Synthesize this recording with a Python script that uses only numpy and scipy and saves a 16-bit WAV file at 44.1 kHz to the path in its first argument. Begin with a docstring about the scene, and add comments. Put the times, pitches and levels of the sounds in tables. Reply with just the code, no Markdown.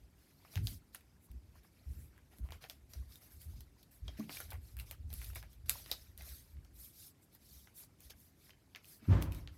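"""Fingers slide along, crease and snap a sheet of paper on a hardback lying on carpet, close to a small microphone.
Slides are shaped noise plus random crinkles; snaps are short bursts through paper resonances, with a room tail.
Someone walks about the house: footfalls and other knocks are decaying sines, with a noise boom after them.
Near the end a door shuts in another room: decaying modes and a washed-out clatter. House rumble and hiss run on."""
import sys
import numpy as np
from scipy import signal
from scipy.fft import rfft, irfft, next_fast_len
from scipy.io import wavfile
from scipy.ndimage import uniform_filter1d

SR = 44100
rng = np.random.default_rng(int(sys.argv[2]) if len(sys.argv) > 2 else 0)


def dump_mix(stems):
    """Bounce the given channels to the path in sys.argv[1] as a 16-bit WAV at rate SR."""
    frames = np.atleast_2d(stems).T  # one column per channel
    limited = np.clip(frames, -1, 1)  # hard clip at full scale
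    pcm = np.round(limited * 32767).astype(np.int16)
    wavfile.write(sys.argv[1], SR, pcm)


N = 422037


def undb(db):
    """dB to amplitude."""
    return 10 ** (np.asarray(db) / 20)


def unit_rms(x):
    """Scale to rms 1."""
    return x / np.sqrt(np.mean(x ** 2))


def coloured_noise(spectrum):
    """White noise shaped by f/Hz, level/dB points, joined over log frequency; rms 1."""
    f_hz, level_db = np.transpose(spectrum)
    size = next_fast_len(N)
    bins_hz = np.maximum(np.arange(size // 2 + 1) * SR / size, 1)
    gain_db = np.interp(np.log(bins_hz), np.log(f_hz), level_db, -120, -120)
    spectrum_out = rfft(rng.standard_normal(N), size) * undb(gain_db)
    return unit_rms(irfft(spectrum_out, size)[:N])


def walk(rate_hz):
    """Random levels, each held 1 / rate_hz and slewed twice; spread near 1."""
    hold = int(SR / rate_hz)
    levels = np.repeat(rng.standard_normal(N // hold + 1), hold)
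    return 1.3 * uniform_filter1d(uniform_filter1d(levels, hold), hold)[:N]


def band(x, f_hz, width_hz):
    """Two-pole resonance, gain 1 at the centre."""
    b, a = signal.iirpeak(f_hz, f_hz / width_hz, SR)
    return signal.lfilter(b, a, x)


def ring(f_hz, t60_s, rise_s):
    """A mode pushed for about rise_s, then dying away; envelope peak 1."""
    t = np.arange(int(SR * (t60_s + rise_s))) / SR
    envelope = (1 - np.exp(-t / rise_s)) ** 2 * np.exp(-t * np.log(1000) / t60_s)
    return envelope / envelope.max() * np.sin(2 * np.pi * f_hz * t)


def add(track, start_s, sound):
    """Mix sound into track from start_s, cut at the end."""
    i = int(start_s * SR)
    track[i:i + len(sound)] += sound[:N - i]


# finger strokes over the sheet; the one at 8.976 also carries some of the door's mid-pitched noise:
# t/s (start), length/s, loudest at share of length (held to 0.05-0.95),
# fine hiss level/dB, sheet rustle level/dB, flexing level/dB
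STROKES = [(0.128, 0.56, 0.14, -76, -79, -81.5), (0.358, 0.16, 0.78, -73, -76, -75),
           (0.478, 0.18, 0.36, -62, -64, -70), (0.592, 0.22, 0.48, -55.5, -61.5, -69.5),
           (0.923, 0.1, 0.16, -68.5, -71, -85), (1.19, 0.097, 0.67, -69, -85, -88),
           (1.532, 0.087, 0.42, -73.5, -75, -71), (1.63, 0.1, 0.05, -73, -78, -77),
           (1.7, 0.26, 0.24, -79, -82, -79.5), (1.8, 0.3, 0.42, -70, -77.5, -80),
           (1.952, 0.19, 0.3, -67.5, -79.5, -80), (2.065, 0.16, 0.68, -90, -95, -77.5),
           (2.3, 0.092, 0.3, -73, -77, -70.5), (2.345, .075, 0.4, -72, -79, -85),
           (2.407, 0.11, 0.47, -74, -79.5, -73), (2.497, 0.11, 0.3, -68, -70.5, -64),
           (2.6, 0.097, 0.3, -65, -64, -65), (2.681, 0.14, 0.04, -69, -78, -76),
           (2.887, 0.26, 0.08, -68.5, -73, -75.5), (3.064, 0.18, 0.34, -64.5, -70.5, -73),
           (3.195, 0.17, 0.18, -64.5, -72, -71.5), (3.288, 0.18, 0.2, -65.5, -75.5, -77.5),
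           (3.385, 0.12, 0.25, -62, -71, -73.5), (3.452, 0.14, 0.42, -68, -75, -76),
           (3.548, 0.13, 0.13, -72, -72, -83), (3.767, 0.098, 0.3, -76, -73, -82),
           (3.907, 0.14, 0, -67, -78, -80), (4.0, 0.34, 0.27, -76, -73, -74),
           (4.165, 0.16, 0.1, -64, -65.5, -64.5), (4.27, 0.25, 0.28, -52.5, -55.5, -62),
           (4.465, 0.17, 0.2, -68, -75, -69), (4.573, 0.23, 0.42, -67.5, -72.5, -77.5),
           (4.761, 0.12, 0.24, -62.5, -73, -66), (4.845, 0.14, 0.19, -65, -68.5, -74.5),
           (5.064, 0.21, 0.52, -59, -65.5, -70), (5.17, 0.22, 0.31, -58, -64, -67.5),
           (5.339, 0.11, 0.2, -58.5, -59.5, -69), (5.415, 0.11, 0, -77, -75, -70.5),
           (5.47, 0.12, 0.42, -72, -73.5, -80.5), (5.656, 0.051, 0.12, -66, -68.5, -72),
           (5.679, 0.27, 0, -54, -57.5, -62), (5.838, 0.074, 0.95, -60, -63, -63),
           (5.916, 0.28, 0, -64, -67, -71.5), (6.16, 0.27, 0.15, -63.5, -65, -68.5),
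           (6.22, 0.29, 0.22, -56.5, -63, -70), (6.397, .2, 0.47, -73, -79, -82),
           (6.635, 0.045, .35, -77, -81, -80), (6.71, 0.25, 0.5, -57.5, -67.5, -76),
           (6.878, 0.26, .65, -57.5, -63.5, -77.5), (7.209, 0.071, .3, -69.5, -80.5, -95),
           (7.291, 0.089, 0.72, -69, -73, -82), (7.346, 0.42, 0.46, -63.5, -67.5, -80),
           (7.728, 0.16, 0.41, -55, -65, -71.5), (7.975, 0.15, 0.44, -64.5, -68, -78),
           (8.095, 0.042, 0.12, -61.5, -59.5, -65), (8.135, 0.23, 0.33, -67.5, -75, -83),
           (8.326, 0.21, 0.74, -68.5, -71.5, -81), (8.68, .08, .7, -84, -82.5, -89),
           (8.74, 0.11, .15, -86, -74, -68), (8.808, 0.22, 0.45, -60, -68.5, -74),
           (8.976, 0.31, 0.4, -70, -70, -64), (9.206, 0.079, 0.18, -61, -66, -60),
           (9.297, 0.18, 0.28, -65.5, -67.5, -68.5), (9.478, 0.15, 0.8, -70, -74, -76)]
STROKE_POINT = 1.99  # 1 is a rounded swell, more is more pointed
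RESTING_DB = (-83.5, -84, -83)  # hiss, rustle, flexing while the fingers only hold the sheet
# after a 1 ms snap: hiss re its edge, rustle and flexing re its panel, flexing re its flap
SETTLE_DB, SETTLE_T60_S, SETTLE_RISE_S = (-22.5, -24, -20, -15), 0.12, 0.0013
SETTLE_SPLIT_HZ = 2200  # lower panels settle as flexing, higher as rustle
SETTLE_DB_PER_DOUBLING = 1  # longer snaps settle louder


def strokes():
    """Amplitudes of hiss, rustle, flexing: strokes swell and fade, snaps leave the sheet settling."""
    power = np.outer(undb(RESTING_DB) ** 2, np.ones(N))
    for start_s, length_s, top, *levels_db in STROKES:
        share = np.arange(int(length_s * SR)) / (length_s * SR)
        top = np.clip(top, .05, .95)
        ramp = np.minimum(share / top, (1 - share) / (1 - top))
        swell = np.sin(np.pi / 2 * ramp) ** STROKE_POINT
        for track, gain in zip(power, undb(levels_db)):
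            add(track, start_s, (gain * swell) ** 2)
    t = np.arange(SR // 4) / SR
    settle = ((1 - np.exp(-t / SETTLE_RISE_S)) * undb(-60 * t / SETTLE_T60_S)) ** 2
    for start_s, level_db, f_hz, edge_db, flap_db, length_ms in SNAPS:
        level_db = level_db + SETTLE_DB_PER_DOUBLING * np.log2(length_ms)
        parts_db = level_db + np.add(SETTLE_DB, (edge_db, 0, 0, flap_db))
        edge, high, low, flap = undb(parts_db) ** 2
        high_share = 1 / (1 + (SETTLE_SPLIT_HZ / f_hz) ** 4)
        settled = (edge, high_share * high, (1 - high_share) * low + flap)
        for track, p in zip(power, settled):
            add(track, start_s, p * settle)
    return np.sqrt(power)


def crinkles(rate_hz, spread_db, lo_hz, hi_hz):
    """Tiny facets of the sheet popping at random, each with its own pitch; rms 1."""
    out, t = np.zeros(N), np.arange(256) / SR
    for when, pitch, size, cycles in rng.random((int(rate_hz * N / SR), 4)):
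        f_hz = lo_hz * (hi_hz / lo_hz) ** pitch
        pop = np.sin(2 * np.pi * f_hz * t) * np.exp(-t * f_hz / (2.1 + 9 * cycles))
        level_db = -spread_db * np.log(1 - .95 * size)  # few pops are loud
        add(out, when * N / SR, undb(level_db) * pop)
    return unit_rms(out)


def patchy(x, spread_db, frames, bins):
    """Small areas of the sheet crinkle alone: level varies in patches of time and pitch."""
    z = signal.stft(x, nperseg=256)[2]
    field = uniform_filter1d(rng.standard_normal(z.shape), size=bins, axis=0)
    field = uniform_filter1d(field, size=frames, axis=1)
    gain = unit_rms(undb(spread_db * field / field.std()))
    return signal.istft(z * gain, nperseg=256)[1][:N]


# spectra of skin on paper, each: f/Hz, level/dB (per Hz, relative)
HISS_SPECTRUM = [(5800, -16), (7000, -7.5), (9500, -4.5), (12200, 2), (13500, -4), (15000, -6.5),
                 (16000, -17), (16500, -44)]
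RUSTLE_SPECTRUM = [(1800, -13), (2500, -11), (3600, 4), (5000, 5.5), (6500, 1.5), (8000, -24.5)]
FLEX_SPECTRUM = [(400, -0.5), (650, 0.5), (950, -5), (1500, 0), (2300, 1.5), (3300, -6)]


def slide():
    """Skin on paper: a fine hiss, the sheet's rustle and its slower flexing, the last two partly crinkles."""
    hiss_amp, rustle_amp, flex_amp = strokes()
    hiss = coloured_noise(HISS_SPECTRUM)
    rustle = coloured_noise(RUSTLE_SPECTRUM)
    flex = coloured_noise(FLEX_SPECTRUM)
    # a flat stroke only swishes; the more the sheet flexes, the more it crinkles
    flex_re_hiss_db = 20 * np.log10(flex_amp / hiss_amp)
    creasing = np.clip((flex_re_hiss_db + 16) / 14, 0, 1)
    rustle = rustle + creasing * undb(-10.5) * crinkles(160, 3.5, 2400, 6500)
    flex = flex + creasing * undb(-3.5) * crinkles(110, 5.3, 624, 2630)
    mix = hiss_amp * hiss + rustle_amp * rustle + flex_amp * flex
    return patchy(mix, spread_db=3.24, frames=6, bins=3)


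def afterboom(blows, re_blow_db, t60_s):
    """Power that swells after each blow and dies away."""
    out, t = np.zeros(N), np.arange(SR) / SR
    shape = (1 - np.exp(-t / BOOM_RISE_S)) * undb(-60 * t / t60_s)
    for start_s, level_db, *_ in blows:
        add(out, start_s, (undb(level_db + re_blow_db) * shape) ** 2)
    return out


# boom spectra, each: f/Hz, level/dB (per Hz, relative)
BOOM_LOW_SPECTRUM = [(22, -26), (40, -8), (55, 1.5), (80, -3.5), (110, -7), (150, -22.5)]
BOOM_UPPER_SPECTRUM = [(100, -23.5), (140, 1.5), (250, -6.5), (400, -16), (700, -45)]
# low boom under the blows, before its random swing: t/s, level/dB
STIR = [(0.0, -67.5), (0.53, -75), (0.67, -64), (0.9, -74), (1.52, -68), (1.73, -70.5), (3.63, -67),
        (3.89, -69.5), (4.74, -52), (5.25, -51.5), (5.89, -58.5), (6.24, -57.5), (6.96, -71), (8.95, -72.5),
        (9.09, -62), (9.25, -37.5), (9.49, -47.5), (9.57, -60)]
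STIR_SWING_DB, BOOM_UPPER_DB = 3.5, -74.5
STEP_BOOM_DB, STEP_BOOM_UPPER_DB, KNOCK_BOOM_DB = -3.5, -19, -11.5  # re the blow's table level
STEP_BOOM_DB_PER_OCTAVE = -2.5  # re 70 Hz: higher boards shake the joists less
BOOM_RISE_S, BOOM_T60_S, UPPER_T60_S = 0.015, 0.46, 0.44


def boom():
    """Joists and rooms ring on unevenly, too many modes to tell apart: two bands of noise."""
    stir_s, stir_db = np.transpose(STIR)
    stir_curve_db = np.interp(np.arange(N) / SR, stir_s, stir_db)
    stir = undb(stir_curve_db + STIR_SWING_DB * walk(8))
    low_blows = [(start_s, level_db + STEP_BOOM_DB_PER_OCTAVE * np.log2(f_hz / 70))
                 for start_s, level_db, f_hz, _ in STEPS]
    low_power = stir ** 2 + afterboom(low_blows, STEP_BOOM_DB, BOOM_T60_S)
    upper_power = undb(BOOM_UPPER_DB) ** 2
    upper_power = upper_power + afterboom(STEPS, STEP_BOOM_UPPER_DB, UPPER_T60_S)
    upper_power = upper_power + afterboom(KNOCKS, KNOCK_BOOM_DB, UPPER_T60_S)
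    low = np.sqrt(low_power) * coloured_noise(BOOM_LOW_SPECTRUM)
    upper = np.sqrt(upper_power) * coloured_noise(BOOM_UPPER_SPECTRUM)
    return low + upper


# house and microphone noise: f/Hz, level/dB (per Hz, relative)
HUSH_SPECTRUM = [(15, -55), (25, -19), (53, -6.5), (83, 5.5), (177, -8.5), (280, -5), (483, -15),
                 (1010, -22), (2460, -31), (3150, -31.5), (5130, -38.5), (7300, -29), (12200, -33.5),
                 (15200, -51), (16500, -61)]
HUSH_DB = -70  # rms


def hush():
    """Steady house rumble and microphone hiss: shaped noise."""
    return undb(HUSH_DB) * coloured_noise(HUSH_SPECTRUM)


# creases snapping: t/s, panel peak level/dB, panel f/Hz, crisp edge level/dB re panel,
# low flap level/dB re panel, length/ms
SNAPS = [(0.4487, -63.5, 1160, -10, 11, 1.8), (0.542, -59, 3620, -3, -20, 0.9),
         (0.5566, -29.5, 3770, -8, -10, 0.26), (0.5688, -40, 2130, -10, -30, 1.2),
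         (0.5753, -37.5, 2230, -18, -29, 0.91), (0.671, -24.5, 4800, -4, -46, 0.33),
         (0.684, -64, 4310, -8, -18, 2.9), (0.9469, -43.5, 1780, 7.5, -30, 2.8),
         (0.9565, -47, 3800, -9, -8.5, 4.1), (1.0077, -60.5, 2500, 3, -17, 2.8),
         (1.3155, -57, 2250, 7, -13, 0.46), (2.163, -60, 1830, -19, -13, 0.5),
         (2.1785, -54, 1660, -2, -17, 0.41), (2.385, -54, 4370, 10, -5, 0.65),
         (2.4888, -55, 1920, -10, 7.5, 0.32), (2.5066, -46, 1750, -1, -22, 0.78),
         (2.521, -44, 2900, -2, 0.5, 1.9), (2.6235, -60, 2870, 0, 3, 1.6),
         (2.6403, -44.5, 1800, -10, 0.5, 1.4), (2.6985, -30.5, 3500, -0.5, -16, 0.24),
         (2.709, -62, 3120, 3, -6, 0.4), (2.9348, -38.5, 5900, -2, -14.5, 2.4),
         (3.122, -49, 4520, -18, -27, 1.4), (3.1563, -48.5, 3750, 4, -24, 1.6),
         (3.417, -54.5, 3260, 11, -25, 1), (3.428, -55, 4760, -4, -21, 4.0),
         (3.606, -49, 4180, 5.5, -13, 2.8), (3.8285, -57, 4390, 4.5, -15, 4.8),
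         (4.0798, -36.5, 3280, -19, -9.5, 2.1), (4.1972, -44, 3970, 0, -5, 1.5),
         (4.2945, -35.5, 2130, -20, -3.5, 1.2), (4.348, -41, 3380, -3, -21, 2.3),
         (4.3695, -39, 2410, 1, -10, 2.3), (4.402, -47, 1430, 12.5, 5.5, 4.0),
         (4.5035, -47.5, 4200, 4.5, -19, 6), (4.5113, -49, 3520, 7, -8, 4.0),
         (4.5196, -54, 1370, -6, 10.5, 3.9), (4.532, -52, 2090, 12, -10, 0.9),
         (4.539, -58, 1420, -10, 13, 2.9), (4.7684, -49, 2130, 7, -18, 0.55),
         (4.7892, -44, 2570, 6, -25, 0.89), (4.798, -38, 2770, 1, -38, 2),
         (4.8045, -61, 2710, -9, -18, 4.4), (4.9112, -37, 2450, 5.5, -6, 0.83),
         (4.9207, -60, 2580, 0, -5, 4.6), (5.103, -48, 3270, -5, -4, 0.95),
         (5.129, -41.5, 3650, 8, -7, 0.6), (5.1385, -47, 4260, 13.5, -22, 1.1),
         (5.2168, -40, 2120, -7, -31, 0.4), (5.2437, -44.5, 3760, 6, -29, 4.0),
         (5.301, -53.5, 1320, 3, -7, 2.6), (5.331, -54.5, 2330, -8, -4, 4.3),
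         (5.35, -57, 4270, 20, -13, 0.4), (5.357, -42, 1920, 5.5, -2, 3.3),
         (5.3668, -49, 4190, 0, 0.5, 2.6), (5.4277, -47, 1720, 0, -16, 0.75),
         (5.4355, -60, 1590, 0, 9.5, 1.5), (5.53, -63, 3350, 10, -12, 1.5),
         (5.661, -62, 1820, 8.5, -19.5, 0.5), (5.6952, -17, 3750, 6, -26, 0.5),
         (5.708, -40.5, 3710, -11, -34, 1.1), (5.8606, -41.5, 3700, -7, -6, 0.77),
         (5.9135, -37, 2970, 1, -8, 2.8), (5.9148, -20, 3860, -2, -18, 0.76),
         (5.9236, -34, 3700, -8, -17, 4.7), (5.933, -47, 3520, -5, -20, 3.5),
         (6.1768, -48.5, 4100, 10.5, -20, 0.86), (6.2084, -46, 2120, -11, -14, 3.4),
         (6.2213, -53.5, 3610, 12.5, -7, 1.4), (6.29, -50, 5030, -8, -22, 1.0),
         (6.5685, -61, 1650, -14, -4, 0.6), (6.648, -54.5, 4720, -3, -18, 1.1),
         (7.3492, -60, 4180, 11, -2, 2.8), (7.592, -60, 4850, -12, -19, 2.6),
         (7.6724, -50.5, 1720, -19, -6.5, 1.7), (7.8352, -51, 6000, -13, -11, 2.6),
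         (8.0045, -59, 2550, 11, -4, 1.7), (8.1042, -46, 2730, 2.5, -8, 2.5),
         (8.494, -50, 1440, -18, -17, 0.76), (8.505, -48.5, 3140, -15, -30, 2.8),
         (8.5334, -55.5, 1760, -13, -13, 0.95), (8.749, -38.5, 2000, -28, -27, 0.66),
         (8.7594, -39.5, 2200, -7, -24, 0.92), (8.764, -47, 2100, -25, -31, 2.4),
         (8.845, -49.5, 2600, -1, -28, 0.46), (8.855, -53, 4020, 6, -23, 0.7),
         (9.109, -57, 1050, -7, -15, 3.5), (9.2239, -30, 2750, 0.5, -25, 0.69),
         (9.233, -58, 1600, -8, -14, 2.2), (9.3217, -44, 2560, 1.5, -15, 1.15),
         (9.347, -51, 3130, 10.5, -3, 1.9), (9.4748, -39, 2200, -18, -14, 0.5)]


def snaps():
    """A crease buckles: a short burst rings a paper panel, with a crisp edge and a low flap."""
    out, t = np.zeros(N), np.arange(2048) / SR
    for start_s, level_db, f_hz, edge_db, flap_db, length_ms in SNAPS:
        length_s = length_ms / 1000
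        envelope = np.exp(-t / length_s) * (1 - np.exp(-t / (0.13 * length_s)))
        burst = rng.standard_normal(len(t)) * envelope  # the buckle runs along the fold
        panel = band(band(burst, f_hz, 1.08 * f_hz), f_hz, 0.8 * f_hz)
        panel = panel + 2.0 * band(burst, 0.985 * f_hz, 0.017 * f_hz)  # rings on briefly
        edge = band(band(burst, 12230, 5700), 12300, 8100)
        flap = band(band(burst, 500, 1500), 800, 1250)
        panel, edge, flap = (part / np.abs(part).max() for part in (panel, edge, flap))
        add(out, start_s, undb(level_db) * (panel + undb(edge_db) * edge + undb(flap_db) * flap))
    return out


ROOM_DB, ROOM_T60_S, ROOM_GAP_S = -13.5, 0.18, 0.0067


def room(x):
    """Adds a short diffuse tail, duller than the direct sound."""
    t = np.arange(int(.4 * SR)) / SR
    tail = rng.standard_normal(len(t)) * undb(-60 * t / ROOM_T60_S) * (t > ROOM_GAP_S)
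    tail = signal.lfilter([1], [1, -.4], tail)
    tail = tail / np.sqrt(np.sum(tail ** 2))
    return x + undb(ROOM_DB) * signal.fftconvolve(x, tail)[:N]


def thuds(table, rise_s, partners):
    """Soft blows: each rings just under its table pitch, with weaker (ratio, dB) partners."""
    out = np.zeros(N)
    for start_s, level_db, f_hz, t60_s in table:
        for ratio, partner_db in [(0.99, 0.0034)] + partners:
            tone = ring(f_hz * ratio, t60_s / ratio, rise_s)
            add(out, start_s - rise_s, undb(level_db + partner_db) * tone)
    return out


# footfalls, and last the door's jolt to the floor: t/s, level/dB, boards' nominal f/Hz, nominal t60/s
STEPS = [(0.574, -29, 95, 0.083), (0.617, -35, 103.8, 0.28), (.716, -49, 90.4, .25),
         (1.308, -43.5, 62.4, 0.29), (1.448, -56, 74.4, 0.32), (1.873, -37.5, 68.6, 0.29),
         (1.99, -47.5, 72.7, 0.28), (2.413, -38.5, 63, 0.19), (2.521, -50.5, 81.6, 0.16),
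         (2.967, -40, 67.4, 0.27), (3.348, -51, 78, 0.14), (3.467, -42.5, 79.3, 0.19),
         (3.548, -41.5, 76, 0.078), (4.028, -38.5, 58.8, 0.35), (4.462, -46.5, 75.5, 0.11),
         (4.543, -41.5, 78.2, 0.15), (4.774, -47, 64.3, 0.27), (5.003, -42.5, 78.6, 0.19),
         (5.053, -42.5, 74.7, 0.18), (5.099, -43, 64, 0.17), (5.177, -48.5, 58, 1),
         (5.379, -51.5, 56, 0.68), (5.647, -44.5, 83, 0.16), (6.184, -47.5, 67.1, 0.51),
         (6.3, -48, 67, 0.21), (6.538, -44, 67.4, 0.22), (7.519, -57, 67.3, 0.37), (8.057, -57, 64, 0.15),
         (9.089, -21, 96.8, 0.35)]


def footfalls():
    """Feet push the floorboards, which ring low; a weaker, higher partner roughens the low tone."""
    return thuds(STEPS, rise_s=0.01385, partners=[(1.22, -12), (1.0, -22.5)])


# knocks of hand and knee, and last a faint one just before the door shuts:
# t/s, level/dB, nominal f/Hz, nominal t60/s
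KNOCKS = [(0.578, -46, 166, 0.081), (0.716, -52.5, 206, 0.13), (1.915, -57, 159.5, 0.21),
          (1.982, -57, 212, 0.08), (2.393, -53.5, 219, 0.071), (4.078, -65.5, 295, 0.28),
          (4.192, -36, 218, 0.2), (4.29, -52.5, 292, 0.11), (9.022, -53.5, 224, 0.14)]


def knocks():
    """Small knocks: a quicker push than a footfall, higher pitches and wider partners."""
    return thuds(KNOCKS, rise_s=0.00406, partners=[(1.33, -5), (1.9, -18.5), (2.9, -18.5)])


# modes of the door and its frame: f/Hz, level/dB re DOOR_DB, t60/s
DOOR_MODES = [(60.6, -2, 0.93), (78, -28, 0.78), (94.7, -4, 0.99), (117, -12, 0.87), (152, -4, 0.81),
              (183, -7.5, 0.72), (244, -7.5, 0.65), (294.3, -14.5, 0.9), (342, -19, 0.75), (390, -20, 0.85)]
DOOR_S, DOOR_DB = 9.078, -30
# clatter through the rooms between: f/Hz, level/dB (per Hz, relative)
WASH_SPECTRUM = [(180, -10), (300, 4.5), (460, -11), (523, -5.5), (735, -13), (1010, -9), (1110, -12),
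                 (1940, -19.5), (9000, -43.5), (11700, -74), (19800, -120)]
WASH_DB, WASH_T60_S, WASH_RISE_S, WASH_SWING_DB = -34.5, 0.71, 0.027, 1.9


def door():
    """The slam rings door and frame; its clatter swells late, washed out by the rooms between."""
    modes = np.zeros(N)
    for k, (f_hz, level_db, t60_s) in enumerate(DOOR_MODES):
        sign = (-1) ** k
        add(modes, DOOR_S, sign * undb(DOOR_DB + level_db) * ring(f_hz, t60_s, 0.57 / f_hz))
    t = np.maximum(np.arange(N) / SR - DOOR_S, 0)
    decay = undb(-60 * t / WASH_T60_S + WASH_SWING_DB * walk(27))
    swell = (1 - np.exp(-t / WASH_RISE_S)) ** 2 * decay
    return modes + undb(WASH_DB) * swell * coloured_noise(WASH_SPECTRUM)


def scene():
    """Sum of all sources, one channel; only the snaps get the room tail."""
    paper = slide() + room(snaps())
    house = boom() + hush() + footfalls() + knocks() + door()
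    return (paper + house)[None]


BOTTOM_HZ, TOP_HZ = 33, 16000


def record(dry):
    """The small microphone loses the deepest bass; the recorder cuts the top."""
    high_pass = signal.butter(2, BOTTOM_HZ, "high", fs=SR, output="sos")
    low_pass = signal.ellip(8, .2, 70, TOP_HZ, fs=SR, output="sos")
    return signal.sosfilt(low_pass, signal.sosfilt(high_pass, dry))


dry = scene()
out = record(dry)
dump_mix(out)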